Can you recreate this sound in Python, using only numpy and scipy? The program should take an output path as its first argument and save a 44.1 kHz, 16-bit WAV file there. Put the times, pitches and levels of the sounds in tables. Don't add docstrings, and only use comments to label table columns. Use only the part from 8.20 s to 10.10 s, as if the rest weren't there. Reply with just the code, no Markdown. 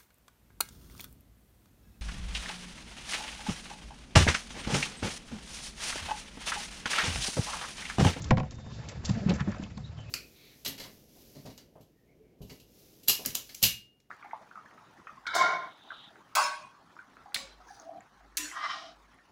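import sys
import numpy as np
from scipy import signal
from scipy.io import wavfile

SR = 44100
rng = np.random.default_rng(int(sys.argv[2]) if len(sys.argv) > 2 else 0)


def put_to_file(sound):
    columns = np.atleast_2d(sound).T
    safe = np.clip(columns, -1, 1)
    whole_steps = np.round(safe * 32767)
    wavfile.write(sys.argv[1], SR, whole_steps.astype(np.int16))


N = 83790
TIME = np.arange(N) / SR
CUTOFF_HZ = 7650


def from_db(db):
    return 10 ** (np.asarray(db) / 20)


def rms_one(x):
    return x / np.sqrt(np.mean(x ** 2) + 1e-20)


def filtered(x, hz, kind, order=2):
    sections = signal.butter(order, np.clip(hz, 10, .45 * SR), kind, fs=SR, output="sos")
    return signal.sosfilt(sections, x + 1e-18)


def through(x, response):
    return signal.fftconvolve(x, response)[:N]


def add(out, s, sound):
    i = max(int(s * SR), 0)
    out[i:i + len(sound)] += sound[:N - i]


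def bands(spectrum):
    hz, db = np.transpose(spectrum)
    white = rng.standard_normal((2, N + SR // 4))
    for k, centre in enumerate(25 * 2 ** np.arange(0, 8.6, .5)):
        if hz[0] / 2 < centre < hz[-1] * 2:
            band = filtered(white[k % 2], centre * 2 ** np.array([-.25, .25]), "band")[-N:]
            yield centre, band * from_db(np.interp(np.log(centre), np.log(hz), db))


def flicker(rate_hz):
    return rms_one(filtered(rng.standard_normal(N + SR), rate_hz, "low")[SR:])


# f/Hz, level/dB
HISS_COLOUR = [(1200, -10), (2500, -1.5), (4000, 7.5), (6000, 0), (7500, -10.5)]
RUB_COLOUR = [(200, -14.5), (350, -8.5), (520, 9), (800, 0), (1300, 0), (2200, -4), (4000, -13)]
RUMBLE_COLOUR = [(25, -5), (45, -16.5), (65, 10), (100, 12), (150, 7), (210, -2.5), (300, -5), (500, -31)]
# t/s, level/dB
HISS_SWELL = [(0.01, -55.5), (0.1, -59), (0.16, -78), (0.36, -68), (0.451, -67.5), (0.529, -54.5),
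              (0.65, -62.5), (0.76, -59), (0.815, -66.5), (0.9, -56), (0.999, -60), (1.16, -59),
              (1.251, -85), (1.41, -61), (1.52, -66), (1.89, -67.5)]
RUB_SWELL = [(0.01, -51), (0.13, -54.5), (0.28, -57.5), (0.5, -59), (0.6, -53), (0.77, -52.5),
             (0.805, -57.5), (0.89, -46.5), (1.02, -52.5), (1.15, -48), (1.25, -52.5), (1.33, -49),
             (1.44, -51.5), (1.53, -60), (1.89, -58.5)]
RUMBLE_SWELL = [(0.01, -38.5), (0.396, -48.5), (0.868, -42.5), (1.108, -37), (1.36, -44.5), (1.502, -47.5),
                (1.81, -46.5), (1.89, -52)]

def background():
    def layer(colour, swell, gain_db, flicker_db):
        together = flicker(17)
        noise = sum(band * from_db(flicker_db * (together + flicker(22))) for _, band in bands(colour))
        return rms_one(noise) * from_db(gain_db + np.interp(TIME, *np.transpose(swell)))
    hiss = layer(HISS_COLOUR, HISS_SWELL, gain_db=-1, flicker_db=0.77)
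    rub = layer(RUB_COLOUR, RUB_SWELL, gain_db=1, flicker_db=2.47)
    rumble = layer(RUMBLE_COLOUR, RUMBLE_SWELL, gain_db=2.5, flicker_db=1.86)
    return hiss + rub + rumble


# t/s, level/dB
CLAW_TAPS = [(.020, -40), (.043, -30), (.088, -43.5), (0.309, -38), (0.687, -32.5), (.851, -28),
             (0.8567, -23), (0.88, -44), (.894, -36.5), (1.0932, -33.5), (1.273, -62), (1.317, -41.5),
             (1.37, -70), (1.383, -45), (1.436, -40.5), (1.576, -43)]

def claw_ticks(fall_s=0.0026, low_hz=2780):
    out, t = np.zeros(N), TIME[:SR // 20]
    for s, db in CLAW_TAPS:
        burst = rng.standard_normal(len(t)) * np.exp(-t / fall_s)
        tick = filtered(burst, [low_hz, CUTOFF_HZ], "band")
        add(out, s, from_db(db) * tick / np.abs(tick).max())
    return out


# loudest at t/s, rise/s, fall/s, level/dB, centre f/Hz, width/octaves
SLIDES = [(0.021, 0.0023, 0.0064, -41.5, 7100, 0.32), (0.048, 0.0022, 0.0049, -52.5, 4960, 1),
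          (0.319, 0.0052, .01, -55.5, 5200, 1.3), (0.353, 0.0086, 0.0062, -56, 5500, 0.64),
          (.690, 0.00083, 0.01, -40.5, 5700, 1.4), (0.857, 0.0068, 0.01, -35.5, 5000, 2.2),
          (0.895, 0.012, 0.029, -40.5, 4840, 3.1), (1.098, 0.0043, 0.012, -37, 3260, 1),
          (1.108, 0.032, 0.014, -36.5, 506, 1), (1.103, 0.02, 0.019, -38, 1355, 1.6),
          (1.139, 0.0014, .008, -48, 6400, 0.34), (1.206, 0.01, 0.01, -33, 1290, 1.18),
          (1.208, 0.0074, 0.0028, -41, 3170, 1.45), (1.276, 0.0028, 0.0055, -35.5, 522, 0.74),
          (1.321, 0.013, 0.0099, -42.5, 1390, 0.83), (1.346, .002, 0.0074, -41, 1200, 0.87),
          (1.406, .025, 0.01, -58, 1165, 0.9), (1.437, .002, 0.0048, -41, 2890, 0.37),
          (1.578, 0.0045, 0.0018, -45, 4070, 0.35)]

def scrapes(slips_per_s=4400, spread_db=5):
    out = np.zeros(N)
    for s, rise, fall, db, hz, octaves in SLIDES:
        swell = np.exp(-np.maximum((s - TIME) / rise, (TIME - s) / fall))
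        sizes = from_db(spread_db * np.minimum(rng.exponential(1, N), 4)) * rng.choice([-1, 1], N)
        slips = rms_one(sizes * (rng.random(N) < slips_per_s / SR))
        edges_hz = hz * 2 ** (np.array([-.5, .5]) * octaves)
        out += from_db(db) * swell * rms_one(filtered(slips, edges_hz, "band"))
    return out


# f/Hz, level/dB, time to fade by 60 dB/s
TUB_TONES = [(68.1, -61.5, 0.29), (112, -19.5, 0.32), (144, -22.5, 0.23), (189.6, -24, 0.24),
             (214.3, -13, 0.12), (279.7, -38, 0.36), (327.5, -37.5, 0.13), (520.2, -24, .18),
             (587, -22.5, 0.081), (690, -18.5, 0.044), (748, -18, 0.087), (851, -15, 0.038),
             (1020, -16, 0.029), (1071.4, -18, 0.044)]
SHELL_TONES = [(1232, -21.5, 0.015), (1397, -22.5, 0.034), (1673, -29.5, .04), (1798, -26, 0.021),
               (1880, -25, 0.03), (2284, -29.5, .045), (2460, -47, 0.076), (2980, -24, 0.014),
               (3580, -45, 0.079), (5180, -38, 0.041), (5470, -35, 0.027)]

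def ringing(tones, delay_at_1khz_s=0.00201):
    out = np.zeros(N)
    for hz, db, fade_s in tones:
        t = np.maximum(TIME - delay_at_1khz_s * np.sqrt(1000 / hz), 0)
        out += from_db(db - 60 * t / fade_s) * np.sin(2 * np.pi * hz * t)
    return out


# f/Hz, level/dB
CRACK_COLOUR = [(500, -13), (900, 6.5), (1400, 11), (2200, 8), (3200, 4), (5000, 1), (7500, -13.5)]
# t/s, level/dB, dulled above f/Hz
SHELL_HITS = [(0.1072, -0.5, 7000), (.113, -12, 2000), (.171, -13, 4000), (.180, -15.5, 4000),
              (0.2, -14.5, 2500), (0.231, -23.5, 2000), (.239, -32.5, 1020), (0.319, -30, 500),
              (.383, -30.5, 1500), (0.4617, -25, 600), (0.837, -25, 700), (.894, -20.5, 5000),
              (1.111, -20.5, 1800), (1.274, -21, 600), (1.398, -32.5, 500), (1.431, -32, 600),
              (1.3445, -28.5, 1800), (1.575, -27.5, 6000), (1.787, -30.5, 1500)]

def shell_knocks(ring, rise_s=0.00013, crack_fade_s=0.033, click_db=-8):
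    out, size = np.zeros(N), SR // 4
    t, crack_bands = TIME[:size], list(bands(CRACK_COLOUR))
    click = from_db(click_db) * filtered(1.0 * (t == 0), 3000, "high")
    for (s, db, bright_hz), start in zip(SHELL_HITS, rng.integers(0, N - size, len(SHELL_HITS))):
        hit = ring[:size]
        for hz, band in crack_bands:
            fade = from_db(-60 * t / crack_fade_s * (hz / 1000) ** 0.13)
            crack = band[start:start + size] * fade / np.linalg.norm(fade)
            hit = hit + filtered(crack, 1090, "high")
        hit = hit * (1 - np.exp(-t / rise_s)) + click
        add(out, s, from_db(db) * filtered(hit, bright_hz, "low", order=1))
    return out


# t/s, level/dB, f/Hz
PUSHES = [(0.116, -30, 56.3), (0.13, -14, 120), (0.138, -10.5, 129), (.162, -25, 110.7), (.183, -19, 178),
          (.222, -21, 129.6), (.345, -34, 95), (0.454, -43, 100), (.524, -34.5, 141), (0.603, -31, 120),
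          (0.795, -40.5, 110.5), (0.8961, -19.5, 196), (0.9023, -23, 180), (.9115, -15.5, 135),
          (0.9786, -26, 190), (1.0661, -13.5, 178), (1.066, -38.5, 61.4), (1.134, -19, 200),
          (1.159, -31, 179), (1.213, -20.5, 153), (1.226, -30, 110), (1.2782, -21, 230),
          (1.284, -26.5, 276), (1.400, -26, 230), (1.431, -27, 186), (1.576, -30.5, 187),
          (1.61, -36.5, 137), (1.703, -36, 89), (1.781, -32, 120), (1.89, -35, 89)]

def floor_thumps(ring, half_length_cycles=.7, ring_db=-37.5):
    flex = np.zeros(N)
    for s, db, hz in PUSHES:
        cycles = hz * (TIME - s)
        flex += from_db(db) * np.cos(2 * np.pi * cycles) * np.exp(-(cycles / half_length_cycles) ** 2)
    return flex + from_db(ring_db) * through(flex, ring)


def note(s, length_s, start_hz, end_hz, db, waver_hz):
    progress = np.clip((TIME - s) / length_s, 0, 1)
    hz = start_hz + (end_hz - start_hz) * progress + waver_hz * flicker(354)
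    return from_db(db) * np.sin(np.pi * progress) * np.sin(2 * np.pi * np.cumsum(hz) / SR)


def whistle():
    return note(s=0.2, length_s=0.54, start_hz=3650, end_hz=3650, db=-63, waver_hz=24)


GROAN_TONES = [3, -12.5, -10, -21]
# loudest at t/s, half length/s, slip rate f/Hz, level/dB
GROANS = [(0.975, 0.027, 230, -35), (1.031, 0.023, 206, -35.5), (1.106, 0.02, 183, -22.5),
          (1.29, .014, 197, -32)]

def floor_groans(waver=0.05035, slowing_per_s=1.3):
    out = np.zeros(N)
    for s, half_s, hz, db in GROANS:
        slip_hz = hz * (1 + waver * flicker(63.3) - slowing_per_s * (TIME - s))
        phase = 2 * np.pi * np.cumsum(slip_hz) / SR
        groan = sum(from_db(tone_db) * np.sin(k * phase) for k, tone_db in enumerate(GROAN_TONES, 1))
        out += from_db(db) * np.exp(-((TIME - s) / half_s) ** 2) * groan
    return out


# t/s, length/s, start f/Hz, end f/Hz, level/dB
FAR_CHIRPS = [(1.635, 0.034, 3470, 4140, -50), (1.765, 0.059, 3150, 2913, -53.5),
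              (1.853, 0.047, 2650, 2520, -56)]

def far_chirps(echo_db=-3):
    chirps = sum(note(*row, waver_hz=120) for row in FAR_CHIRPS)
    return chirps + from_db(echo_db) * room_echo(chirps)


# delay/s, level/dB
BOUNCES = [(.0011, -23), (.0023, -17.5), (.0046, -16), (.0071, -21)]

def tub_walls(x):
    return x + sum(from_db(db) * np.interp(TIME - delay, TIME, x, left=0) for delay, db in BOUNCES)


def room_echo(x, fade_s=0.11, delay_s=0.018, dull_hz=3400):
    tail = rng.standard_normal(N) * from_db(-60 * TIME / fade_s) * (TIME > delay_s)
    return through(x, filtered(tail / np.linalg.norm(tail), dull_hz, "low", order=1))


def scene():
    floor_ring = ringing(TUB_TONES)
    ring = floor_ring + ringing(SHELL_TONES)
    claws = tub_walls(scrapes() + claw_ticks())
    claw_ring = through(filtered(claws, 450, "high"), ring / np.linalg.norm(ring))
    tub = shell_knocks(ring) + floor_thumps(floor_ring) + floor_groans()
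    tub += claws + from_db(-16.5) * claw_ring
    tub_in_room = tub + from_db(-18.5) * room_echo(tub)
    return (tub_in_room + tub_walls(background()) + far_chirps() + whistle())[None]


def record(dry):
    return signal.sosfilt(signal.ellip(10, .3, 70, CUTOFF_HZ, fs=SR, output="sos"), dry)


dry = scene()
out = record(dry)
put_to_file(out)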